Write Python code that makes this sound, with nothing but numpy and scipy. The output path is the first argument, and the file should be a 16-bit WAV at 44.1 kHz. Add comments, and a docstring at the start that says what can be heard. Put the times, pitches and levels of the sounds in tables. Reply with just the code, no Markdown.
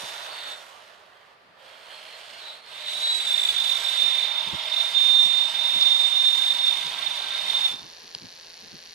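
"""Power saw in a fenced yard

The saw is out of sight, off to the right of a hand-held camera's stereo microphone. One cut ends,
the blade coasts, then a long cut loads the motor. The teeth hiss as they tear the work, and the blade
sings at two close resonances. Right at the microphone the camera is bumped, its controls click
and its zoom gear ticks. Quiet open air lies behind it all."""
import sys
import numpy as np
from scipy import signal
from scipy.fft import rfft, irfft, next_fast_len
from scipy.io import wavfile
from scipy.ndimage import uniform_filter1d, map_coordinates

SR = 44100
rng = np.random.default_rng(int(sys.argv[2]) if len(sys.argv) > 2 else 0)


def unload_wav(signal):
    """Save mono or channel-first audio to the path in sys.argv[1] as 16-bit WAV at rate SR, clipped to [-1, 1]."""
    wavfile.write(
        sys.argv[1],
        SR,
        np.round(np.clip(np.atleast_2d(signal).T, -1, 1) * 32767).astype(np.int16),
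    )


N = 394254

# A cut ends and drags out; the blade grazes, rests on the work, bites in, then cuts at full depth.
# Each row: start, end, attack and release in seconds, sag in dB per second, then relative levels
# in dB of rasp, spray, roar, main note and upper note.
CUTS = [(-0.05, 0.531, 0.012, 0.051, 3.5, -41.5, -50.5, -43.5, -48.5, -50),
        (0.554, 0.856, 0.047, 0.074, 7, -52, -60, -53.5, -76, -68),
        (0.86, 1.33, 0.056, 0.015, 10, -59.5, -70.5, -58, -78, -82),
        (1.55, 1.868, 0.079, 0.05, 0, -51.5, -61.5, -51.5, -79, -78),
        (1.871, 2.502, 0.046, 0.11, -0.5, -46.5, -57.5, -50, -74, -79),
        (2.63, 4.245, 0.27, 0.11, -0.54, -36, -46.5, -46.5, -38.5, -38.5),
        (4.248, 7.67, 0.13, 0.11, -0.15, -37, -48, -46, -37.5, -45)]
# The saw is pushed harder: chips fly and the blade sings out.
# Each row: start and end in seconds, then relative levels in dB of main note, upper note and spray.
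PUSHES = [(-0.1, -0.03, -60, -55, -39.5), (0.33, 0.532, -48, -62, -54), (2.386, 2.522, -53, -45.5, -68),
          (2.843, 2.985, -40, -36, -46), (3.01, 3.174, -54, -26, -45), (3.188, 3.317, -37, -53, -43.5),
          (3.303, 3.506, -38, -45, -43.5), (3.546, 3.728, -28.5, -39, -41.5), (3.82, 4.002, -30, -41, -43),
          (3.98, 4.08, -26, -43, -44.5), (4.104, 4.304, -31, -55, -55.5), (4.348, 4.398, -30.5, -57, -66),
          (4.696, 4.84, -28, -37.5, -43.5), (4.933, 5.248, -21.5, -45, -42.5),
          (5.278, 5.446, -25.5, -39.5, -44.5), (5.535, 5.81, -27.5, -38, -45),
          (5.798, 6.066, -25.5, -43, -42.5), (6.098, 6.515, -25.5, -42.5, -42.5),
          (6.578, 6.71, -26.5, -50, -43.5), (6.763, 6.795, -29.5, -53, -51), (7.022, 7.1, -37, -52, -50),
          (7.305, 7.408, -34, -54, -51), (7.453, 7.667, -31.5, -58, -45.5)]
# The motor slows under load. Each row: time in seconds, shaft turns per second.
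SHAFT_SPEED = [(0, 46.6), (.5, 46.6), (.9, 52), (2.9, 55.3), (3.1, 56.4), (3.3, 55.4), (3.5, 53.8),
               (3.9, 49.1), (4.3, 45.1), (4.5, 44.7), (4.8, 46.8), (5.1, 45.8), (5.4, 46.1), (5.95, 45.3),
               (6.35, 46.8), (6.9, 47.2), (7.55, 45.9), (8.2, 52)]
# The blade's place in the work. Each row: time in seconds, rim ring over the spray in dB, depth 0-1.
BLADE_DEPTH = [(0, -9, 0.44), (.5, -5, 0.36), (.9, -8, 0.2), (2.4, -3.5, 0.13), (3.3, 2.5, 0.54),
               (3.9, -6, 0.74), (4.5, -6.5, 0.85), (7.7, -4.5, 0.98)]
# Weak rings come out deep in the work. Each row: time in seconds, level against the rasp in dB.
RING_LEVEL = [(0, -14), (2.7, -14), (3.5, -10), (4.7, -8), (7.7, -8)]

# The noises of cutting. Each row: frequency in Hz, relative spectral level in dB.
FIRST_RASP = [(600, -27), (1250, -7), (1750, 0.5), (2300, -1.5), (3000, 2.5), (3500, -0.5), (4200, -3.5),
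              (5200, -15), (7000, -40)]  # the first cut is duller
LATER_RASP = [(600, -31), (1250, -12), (1750, -5), (2080, -0.5), (2600, -0.5), (3200, 4), (3800, -1.5),
              (4400, -2.5), (5200, -11.5), (7000, -39)]
CHIP_SPRAY = [(3000, -23.5), (4800, 2.5), (5800, 2), (6700, 0.5), (8200, -12.5), (9600, -1.5), (10900, -14),
              (11500, -9), (12300, -10.5), (13600, -15.5), (15500, -44)]
SHALLOW_ROAR = [(100, -36), (300, -17.5), (450, -8), (620, 4), (760, -3), (1000, -5.5), (1400, -0.5),
                (1800, -1), (3000, -32)]
DEEP_ROAR = [(100, -21.5), (300, -21.5), (480, -10), (630, -1.5), (760, -2), (950, 4.5), (1250, -2),
             (1700, -11), (3000, -56)]
# The saw's resonances. Each row: frequency in Hz, relative level in dB.
WEAK_RINGS = [(645, -16), (1364, -5.5), (1576, -1), (2115, -0.5), (2398, -7), (3311, 4), (4355, -2.5),
              (5001, -3.5), (5405, -4.5), (6126, -8)]  # blade and workpiece
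RIM_MODES = [(7180, 2), (7800, 4.5), (8346, 2), (8750, 1), (9500, -9), (10390, -10), (10880, -1),
             (12220, -4)]
MOTOR_HOUSING = [(85, -16), (108, 2), (138, -8), (168, 4), (188, -4), (225, -10), (280, -3), (330, -4),
                 (390, -1), (440, 0), (510, -2), (635, 5), (730, 0), (830, 1), (945, 2), (1100, 3)]

# The saw at the two microphone ports. Each row: frequency in Hz, left-right likeness 0-1.
PORT_LIKENESS = [(100, 0.97), (400, 0.99), (700, 0.54), (1400, 0.13), (2400, 0.89), (4400, 0.49),
                 (8000, 0.53), (15000, 0.9)]
# The camera's body shades the left port. Each row: frequency in Hz, left minus right in dB.
PORT_BALANCE = [(110, 1), (380, 3), (700, -10), (1290, -9.5), (2380, -3), (4400, -6), (8120, -2),
                (15000, 1)]
# The phase between the ports. Each row: frequency in Hz, left minus right in radians.
PORT_PHASE = [(100, -0.5), (780, -0.05), (1200, 2.1), (1640, 2.5), (2100, -0.87), (3300, 0.5), (3700, -0.4),
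              (4400, -0.6), (5400, 0.7), (15000, 0.2)]
# The singing moves right as the camera turns away.
# Each row: time in seconds, the main note's left minus right in dB.
CAMERA_TURN = [(0, -6), (3.1, -7.5), (4, -16), (4.8, -11), (5.2, -13), (6.4, -10), (6.8, -11), (7.6, -8)]

# The blade's main note. Each row: time in seconds, pitch in Hz.
MAIN_PITCH = [(.5, 3636), (2.9, 3615), (4.1, 3621), (4.8, 3630), (5.3, 3627), (5.9, 3636), (7.25, 3632),
              (7.41, 3658), (7.54, 3636), (7.7, 3622)]
# How unevenly the blade is driven. Each row: time in seconds, noise share 0-1, rubbing 0-1.
CHATTER = [(0, .05, .3), (.55, .1, .3), (2.9, 1, .9), (3.3, .12, 1), (3.7, .05, 1), (4, .02, .34),
           (4.5, .3, .7), (4.9, .08, .32), (5.15, .015, .1), (5.55, .04, .26), (5.9, .035, .19),
           (6.4, .04, .24), (6.65, .1, .45), (6.9, .25, .85), (7.35, .25, .85), (7.7, .15, .55)]
# Waves running round the blade. 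Each row: offset from the note in multiples of shaft speed, weight.
BLADE_WAVES = [(-.5, .45), (-1, .85), (-2, .25), (-2.5, .15), (1, .35)]
# The main note surges on every second turn. Each row: time in seconds, depth 0-1.
SURGE_DEPTH = [(0, .35), (3.7, .1), (4.3, .5), (5.1, .25), (5.6, .7), (6.4, .65), (7.7, .55)]
# The blade snags and yelps. Each row: start and hold in seconds, relative level in dB.
SNAGS = [(3.2, .008, -27), (3.268, .01, -28), (3.306, .006, -24.5), (3.34, .007, -21), (3.377, .005, -21),
         (3.394, .005, -23.5), (3.415, .005, -22.5), (3.43, .005, -24), (3.45, .007, -21),
         (3.487, .006, -19), (3.5, .005, -24), (3.562, .006, -24.5), (3.6, .008, -24), (3.712, .011, -22.5),
         (3.755, .005, -23.5), (5.818, .012, -20.5), (5.858, .017, -19.5), (5.906, .022, -21),
         (6.04, .022, -21.8), (6.255, .022, -22), (7.023, .006, -28), (7.062, .014, -27), (7.497, .01, -24),
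         (7.541, .015, -25.5), (7.641, .012, -23.5)]
# The blade's upper note. Each row: time in seconds, pitch in Hz, noise share 0-1.
UPPER_NOTE = [(0, 3985, .6), (2.45, 3915, .7), (2.8, 3950, .6), (2.95, 3903, .08), (3.2, 3900, .05),
              (3.33, 3915, .55), (3.65, 3935, .4), (4.2, 3945, .55), (4.6, 3968, .6), (5.9, 3956, .45),
              (6.8, 3958, .7), (7.4, 3980, .7)]
# The blade's thin tones. Each row of a stroke: time in seconds, pitch in Hz, relative level in dB.
EXIT_STROKES = [
    [(0, 3542, -49), (.35, 3542, -48), (.54, 3538, -43), (.6, 3535, -59)],
    [(7.5, 3555, -45), (7.67, 3545, -36), (7.725, 3500, -34), (7.745, 3500, -52)],
]  # a lower note as the blade leaves the work
GRAZE_STROKES = [
    [(0, 4490, -52), (.2, 4460, -50), (.35, 4455, -45), (.5, 4420, -50), (.62, 4380, -57)],
    [(1.8, 4260, -61), (1.92, 4230, -56), (1.98, 4225, -49), (2.03, 4230, -58), (2.15, 4215, -47),
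     (2.2, 4230, -62), (2.27, 4240, -50), (2.6, 4260, -54), (2.8, 4300, -51), (3.1, 4330, -42),
     (3.35, 4350, -52)],
]  # a ring while it barely touches
WHISTLE_STROKE = [(1.7, 6900, -76), (1.83, 8400, -68), (1.89, 9900, -66), (1.95, 10800, -62),
                  (2.02, 10500, -68), (2.1, 9750, -66), (2.3, 8700, -77), (2.44, 8000, -68)]  # rises and sinks before the long cut

# The housing drones along with single shaft harmonics.
# Each row: start and end in seconds, harmonic number, relative level in dB.
DRONES = [(1.55, 1.66, 10, -56), (2.78, 2.92, 11, -51), (2.85, 3.4, 7, -64), (2.9, 3.5, 6, -68),
          (3.0, 3.7, 5, -65), (3.7, 4.25, 9, -56), (3.65, 4.2, 12, -61), (3.75, 4.15, 13, -56),
          (4.33, 4.43, 14, -50), (4.35, 4.9, 10, -63), (4.48, 4.8, 13, -55), (4.55, 4.83, 14, -47),
          (5.05, 7.0, 4, -68.5), (5.35, 5.8, 14, -52), (6.3, 7.1, 6, -66.5), (6.8, 7.6, 13, -58),
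          (7.0, 7.6, 9, -62), (7.85, 8.12, 9, -64), (8.55, 8.8, 9, -63)]
# The cooling fan's whine. Each row: time in seconds, relative level in dB.
FAN_LEVEL = [(3.3, -85), (3.8, -60), (4.2, -54), (4.5, -48), (4.75, -53.5), (5.1, -55), (5.6, -50.5),
             (6.1, -50.5), (6.4, -54), (6.85, -49.5), (7.2, -54), (7.5, -52.5), (7.7, -66), (8.9, -80)]

# The hand on the camera. Each row: time in seconds, peak level in dB, spread in seconds (the standard deviation
# of the bump).
BUMPS = [(0.038, -50, 0.0098), (0.487, -66, 0.018), (1.48, -69, 0.034), (4.063, -59, 0.037),
         (4.484, -50, 0.014), (4.541, -37.5, 0.0099), (5.26, -51, 0.017), (5.768, -47.5, 0.021),
         (6.385, -62, 0.018), (6.87, -53, 0.018), (7.08, -59, 0.017), (7.471, -62, 0.026),
         (7.598, -63, 0.076), (7.737, -49, 0.015), (7.837, -54, 0.026), (8.047, -62, 0.0098),
         (8.16, -50, 0.0048), (8.245, -47.5, 0.018), (8.648, -58, 0.024), (8.747, -50, 0.017)]
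# The camera's controls. Each row: time in seconds, strength of the blow in dB.
CLICKS = [(5.812, -4), (5.826, -3), (6.868, -8), (8.1485, -19), (8.1498, -5)]
# The zoom gear's six teeth.
# Each row: place in the turn 0-1, then relative levels in dB of tick, barrel ring and bright tip.
GEAR_TEETH = [(.1, 0, -9, -19), (.28, -13, -18, -7), (.45, -5, -4, -6), (.61, -14, -9, -18),
              (.79, -7, -22, 0), (.95, -16, 0, -10)]
# The open air and the camera's parts. Each row: frequency in Hz, relative spectral level in dB.
OPEN_AIR = [(15, -61), (25, -28), (109, -10.5), (154, -12.5), (237, -8), (301, -13), (427, -2.5),
            (1180, -5.5), (1280, -6), (2240, -6.5), (4620, -12.5), (6540, -31), (11000, -35), (15000, -48)]
CASE_THUD = [(25, -32), (50, -16), (75, -6), (120, -3.5), (170, 2), (240, -1), (330, -3.5), (450, -10),
             (700, -30), (2000, -70)]
CONTROL_SNAP = [(200, -30), (900, -11), (1800, -23), (3100, -1), (3900, -6), (4800, 5.5), (6000, -14),
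                (8000, -18), (11000, -23), (15000, -40)]
TOOTH_TICK = [(500, -16), (1300, -15), (1650, -1), (2050, -5), (2800, -1), (3400, -2), (4000, 5), (4900, 1),
              (5700, 5), (6300, -2), (6900, -2), (8000, -24), (11000, -28), (12500, -42), (15000, -46)]
TOOTH_TIP = [(8500, -32), (10200, -7), (10900, 0), (11400, -3), (12000, -20), (13000, -26), (14300, -22),
             (15500, -38)]
LENS_BARREL = [(1500, -35), (3300, -20), (4050, -8), (4400, 0), (4750, -10), (5500, -20), (8000, -45)]
ZOOM_WHIRR = [(200, -15.5), (470, -9), (800, -8.5), (1350, -17.5), (1700, -3), (2050, -10.5), (2800, -6.5),
              (3400, -9), (4300, -3.5), (5000, -8), (5800, -7.5), (8000, -28), (10800, -25), (12500, -40),
              (15500, -42)]


def amp(db):
    """Decibels to gain."""
    return 10 ** (np.asarray(db) / 20)


def unit(x):
    """Scaled to rms 1."""
    return x / np.sqrt(np.mean(np.abs(x) ** 2) + 1e-20)


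def along(points, hz):
    """Values between (Hz, value) points, on a log frequency axis."""
    freqs, values = np.transpose(points)
    return np.interp(np.log(hz + 1), np.log(freqs + 1), values)


def clock():
    """The time of each sample in seconds."""
    return np.arange(N) / SR


def curves(rows):
    """One value per sample for each column after the time."""
    times, *columns = np.transpose(rows)
    return [np.interp(clock(), times, column) for column in columns]


def within(start, end, fade):
    """1 between two times, dying away outside."""
    return np.exp(-np.maximum(0, np.maximum(start - clock(), clock() - end)) / fade)


def contact(start, end, attack, release, sag_db=0):
    """Rises towards 1, holds while it sags by so many dB a second, and lets go."""
    held = np.maximum(0, clock() - start)
    rise = 1 - np.exp(-held / attack)
    fall = np.exp(-np.maximum(0, clock() - end) / release)
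    return rise * fall * amp(-sag_db * np.minimum(held, end - start))


def wobble(rate):
    """A smooth random curve of rms 1, rate knots a second."""
    knots = rng.standard_normal(int(N * rate / SR) + 4)
    return unit(map_coordinates(knots, [np.arange(N) * rate / SR]))


def flutter(width_hz):
    """The wandering complex amplitude of a resonance driven by noise."""
    hz = np.fft.fftfreq(next_fast_len(N), 1 / SR)
    drive = rng.standard_normal(len(hz)) + 1j * rng.standard_normal(len(hz))
    near = np.abs(hz) < 10 * width_hz
    return unit(np.fft.ifft(drive * near / (1 + (hz / width_hz) ** 2))[:N])


def filtered(x, response):
    """x through a complex response of frequency."""
    size = next_fast_len(N + 8192)
    return irfft(rfft(x, size) * response(np.fft.rfftfreq(size, 1 / SR)), size)[..., :N]


def colour(spectrum):
    """A spectrum as a gain for each frequency."""
    return lambda hz: amp(along(spectrum, hz))


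def peaks(modes, width_hz):
    """Narrow resonances as a gain for each frequency."""
    return lambda hz: sum(amp(db) / (1 + ((hz - centre) / width_hz) ** 2) for centre, db in modes)


def struck(blows, spectrum, size=1024):
    """Blows ring through a minimum-phase body of unit energy."""
    cepstrum = irfft(np.log(amp(along(spectrum, np.fft.rfftfreq(size, 1 / SR)))))
    causal = 2 * cepstrum[:size // 2] * (np.arange(size // 2) > 0)
    body = irfft(np.exp(rfft(causal, size)))
    return signal.fftconvolve(blows, body / np.linalg.norm(body))[:N]


def noise(gain, likeness):
    """Stereo noise, its mid at rms 1, with a gain and a left-right likeness for each frequency."""
    def mid_side(hz):
        spread = np.arccos(np.clip(along(likeness, hz), -1, 1)) / 2
        return gain(hz) * [np.cos(spread), np.sin(spread)]
    mid, side = filtered(rng.standard_normal((2, N)), mid_side)
    return np.array([mid + side, mid - side]) / mid.std()


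def from_right(gain):
    """Noise reaching the microphone from the saw's side, shaded by the camera's body."""
    half = np.array([[.5], [-.5]])
    shade = lambda hz: amp(half * along(PORT_BALANCE, hz)) * np.exp(1j * half * along(PORT_PHASE, hz))
    pair = filtered(noise(gain, PORT_LIKENESS), shade)
    return pair / pair.mean(0).std()


def open_air():
    """The yard's quiet air: alike at both ports in the bass, wide in the treble."""
    return amp(-59.5) * noise(colour(OPEN_AIR), [(60, 1.0), (700, 0.26), (5000, 0.13)])


def feed(idle_spray_db=-81, idle_roar_db=-63):
    """Pressing the blade on the work sets the gains of rasp, spray, roar and both notes."""
    touch = np.array([contact(*row[:5]) for row in CUTS])
    rasp, spray, roar, main, upper = amp(np.transpose(CUTS)[5:])
    push = np.array([contact(start, end, attack=.029, release=.048) for start, end, *_ in PUSHES])
    push_main, push_upper = amp(np.transpose(PUSHES)[2:4]) @ push
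    # chips go on flying for a moment after a push
    chips = [amp(db) * contact(start, end, attack=.05, release=.18) for start, end, *_, db in PUSHES]
    ringing = touch ** 1.35  # each sound grows as its own power of the contact
    return (rasp @ touch,
            np.hypot(spray @ touch ** 1.16, np.max(chips, axis=0) + amp(idle_spray_db)),
            np.hypot(roar @ touch ** 0.74, amp(idle_roar_db)),
            np.hypot(main @ ringing, push_main),
            np.hypot(upper @ ringing, push_upper))


def flying_chips(hiss, depth_db, size=512):
    """The colour of the hiss shifts in random patches as the chips fly."""
    frames = signal.stft(hiss, nperseg=size)[2]
    across_bands = uniform_filter1d(rng.standard_normal(frames.shape[1:]), size=5, axis=0)
    patches = unit(uniform_filter1d(across_bands, size=22, axis=1))
    return signal.istft(frames * amp(depth_db * patches), nperseg=size)[1][:, :N]


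def cutting(shaft, rasp_gain, spray_gain, roar_gain, throb=0.051):
    """Teeth tear the work: rasp and spray swell once a turn, over a roar that outlasts the cut."""
    rim_db, depth = curves(BLADE_DEPTH)
    first_cut = within(0, 1.4, fade=.05)
    tearing = first_cut * from_right(colour(FIRST_RASP))
    tearing += (1 - first_cut) * from_right(colour(LATER_RASP))
    rings = flying_chips(from_right(peaks(WEAK_RINGS, width_hz=16.3)), depth_db=2.5)
    rasp = rasp_gain * (tearing + amp(curves(RING_LEVEL)[0]) * rings)
    rim_gain = amp(rim_db + 0.19 * wobble(24))
    rim = rim_gain * flying_chips(from_right(peaks(RIM_MODES, width_hz=130)), depth_db=2.5)
    spray = spray_gain * amp(-3 + 0.46 * wobble(26)) * (from_right(colour(CHIP_SPRAY)) + rim)
    # the roar gains a higher resonance as the blade sinks into the work
    deep = np.sqrt(depth) * from_right(colour(DEEP_ROAR))
    shallow = amp(-1) * np.sqrt(1 - depth) * from_right(colour(SHALLOW_ROAR))
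    bite = amp(0.38 * wobble(16) + 1.12 * wobble(300)) * (1 + throb * np.sin(shaft))
    hiss = bite * (rasp + spray) * within(0, 7.715, fade=.075)
    coast_ring = amp(-68) * from_right(peaks([(1180, 0)], width_hz=14)) * within(.6, 2.5, fade=.2)
    roar = roar_gain * amp(0.6 * wobble(12)) * (deep + shallow) * within(0, 7.7, fade=0.59)
    return flying_chips(roar + hiss + coast_ring, depth_db=0.84)


def blade_mode(gain, pitch_hz, noise_share, width_hz, lean_db, trim_db, lag=1.2, scatter=0.33, beat=1):
    """One blade resonance, part tone and part noise-driven flutter; the left port lags by lag radians."""
    swing = np.sqrt(1 - noise_share) * beat + np.sqrt(noise_share) * flutter(width_hz)
    # the shaded left port also hears scatter off the yard
    left = amp(lean_db) * unit(swing * np.exp(-1j * lag) + scatter * flutter(width_hz=16))
    tone = np.real(np.array([left, swing]) * np.exp(2j * np.pi * np.cumsum(pitch_hz) / SR))
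    return amp(trim_db) * gain * tone / tone.mean(0).std()


def main_note(shaft, gain, lean_db, snag_sag_hz=35, waver_hz=7):
    """Waves round the blade beat with its loudest note; it surges every second turn and yelps on snags."""
    noise_share, rub = curves(CHATTER)
    waves = unit(sum(weight * np.exp(1j * (offset * shaft + 1.1 * wobble(6)))
                     for offset, weight in BLADE_WAVES))
    beat = (1 + rub * waves) / np.sqrt(1 + rub ** 2)
    cycle = (shaft / (4 * np.pi) + .16 * wobble(11)) % 1
    rise_and_fall = (1 - np.exp(-cycle / .1)) * np.exp(-cycle / .8)
    pulse = unit(uniform_filter1d(rise_and_fall, size=128))
    slip = amp(1.3 * np.sqrt(rub) * wobble(28))
    surge = (1 + curves(SURGE_DEPTH)[0] * (pulse - 1)) * slip
    # a snag takes the note over with a purer, slightly lower tone
    snags = np.array([contact(start, start + hold, attack=.002, release=.004) for start, hold, _ in SNAGS])
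    grip = np.minimum(snags.sum(0), 1)
    free = 1 - grip
    level = free * gain * surge + amp(np.transpose(SNAGS)[2]) @ snags
    waver = waver_hz * np.sqrt(noise_share + rub) * wobble(24)
    pitch_hz = curves(MAIN_PITCH)[0] - snag_sag_hz * grip * rub + waver
    return blade_mode(level, pitch_hz, noise_share * free, width_hz=52, lean_db=lean_db,
                      trim_db=2.1, lag=1.83, scatter=1, beat=free * beat + grip)


def upper_note(shaft, gain, lean_db):
    """A second resonance close above the main note, beating with the shaft's turns."""
    pitch_hz, noise_share = curves(UPPER_NOTE)
    sidebands = .6 * np.exp(-1j * (shaft + 2 * wobble(8))) + .45 * np.exp(2j * (shaft + wobble(8)))
    return blade_mode(gain * amp(wobble(14)), pitch_hz, noise_share, width_hz=83, lean_db=lean_db,
                      trim_db=0.5, lag=1.36, scatter=1, beat=unit(1 + noise_share * sidebands))


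def glide(strokes):
    """Gain and pitch of a tone that sounds during its strokes."""
    gain = sum(amp(curves(rows)[1]) * within(rows[0][0], rows[-1][0], fade=0.023) for rows in strokes)
    return gain, curves(np.vstack(strokes))[0]


def thin_tones():
    """The blade rings as it leaves or grazes the work, and whistles faintly before the long cut."""
    leaving = blade_mode(*glide(EXIT_STROKES), noise_share=0.29, width_hz=50,
                         lean_db=-3, trim_db=-3.5, scatter=0.92)
    graze = blade_mode(*glide(GRAZE_STROKES), noise_share=0.48, width_hz=57,
                       lean_db=-7, trim_db=-3.5, lag=.8, scatter=0.93)
    gain, pitch_hz = glide([WHISTLE_STROKE])
    whistle = blade_mode(gain, pitch_hz, noise_share=1, width_hz=120,
                         lean_db=-2, trim_db=-5, lag=0.27, scatter=.6)
    undertone = blade_mode(gain, .305 * pitch_hz, noise_share=1, width_hz=100, lean_db=-6, trim_db=7)
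    return leaving + graze + whistle + undertone


def motor(shaft, speed, load, waver_db=1.4):
    """Shaft harmonics swell with the load and slide through the housing's resonances; the fan whines."""
    hum = drone = 0
    for harmonic in range(2, 24):
        gain = amp(along(MOTOR_HOUSING, harmonic * speed) + waver_db * wobble(2.92))
        hum += gain * np.sin(harmonic * shaft + rng.uniform(0, 2 * np.pi))
    for start, end, harmonic, db in DRONES:
        gain = amp(db + waver_db * wobble(10)) * contact(start, end, attack=.048, release=.07)
        rattle = unit(1 + .03 * harmonic * flutter(width_hz=22))  # higher harmonics rattle more
        drone += gain * np.real(rattle * np.exp(1j * harmonic * shaft))
    housing = (amp(-13) * load ** 1.55 * hum + drone) * amp([[-1.5], [1.5]])
    fan = amp(curves(FAN_LEVEL)[0] + .8 * wobble(9)) * np.sin(20.5 * shaft)
    return housing + fan * amp([[-3.5], [4]])


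def saw():
    """Off to the right, one shaft drives the cutting, the blade's singing and the motor's hum."""
    speed, = curves(SHAFT_SPEED)
    lean_db, = curves(CAMERA_TURN)
    shaft = 2 * np.pi * np.cumsum(speed * (1 + 0.001 * wobble(8))) / SR  # angle in radians
    rasp, spray, roar, main, upper = feed()
    teeth = cutting(shaft, rasp, spray, roar)
    singing = upper_note(shaft, upper, 0.42 * lean_db) + thin_tones() + main_note(shaft, main, lean_db)
    return teeth + singing + motor(shaft, speed, load=rasp)


def handling():
    """Right at the microphone, fingers thud dully on the case and the controls click."""
    bumps = sum(amp(db) * np.exp(-.5 * ((clock() - at) / width) ** 2) for at, db, width in BUMPS)
    grip = amp(-75.5 + 4.5 * wobble(9)) * within(4.0, 11, fade=0.092)
    thuds = (bumps + grip) * noise(colour(CASE_THUD), [(100, 0.57)])
    blows = np.zeros(N)
    for at, db in CLICKS:
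        blows[round(at * SR)] = amp(db)
    clicks = struck(blows, CONTROL_SNAP)
    return thuds + np.array([np.roll(clicks, 2), clicks])


def zoom_gear(start_s=6.7, turns_hz=28.11, slack_turns=.018, scatter_db=1):
    """Inside the camera a gear ticks six times a turn, each tooth its own colour, over a motor's whirr."""
    turns = turns_hz * clock() + slack_turns * wobble(40)
    blows = np.zeros((3, N))
    for place, *levels in GEAR_TEETH:
        hits = np.flatnonzero(np.diff(np.floor(turns - place)))
        blows[:, hits] += amp(np.array(levels)[:, None] + scatter_db * rng.standard_normal(len(hits)))
    tick, barrel, tip = blows
    ticks = (amp(-22) * struck(tick, TOOTH_TICK)
             + amp(-23) * struck(barrel, LENS_BARREL)
             + amp(-29) * struck(tip, TOOTH_TIP))
    whirr = amp(-51.5) * noise(colour(ZOOM_WHIRR), [(300, .38), (1500, .044), (4500, .67), (12000, .98)])
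    return (np.array([np.roll(ticks, 2), ticks]) + whirr) * within(start_s, 9, fade=0.05)


def scene():
    """The saw out in the yard and the camera's own noises close by, over quiet open air."""
    return open_air() + saw() + zoom_gear() + handling()


def record(dry):
    """The camera keeps nothing above its band limit."""
    return filtered(dry, lambda hz: hz < 15450)


dry = scene()
out = record(dry)
unload_wav(out)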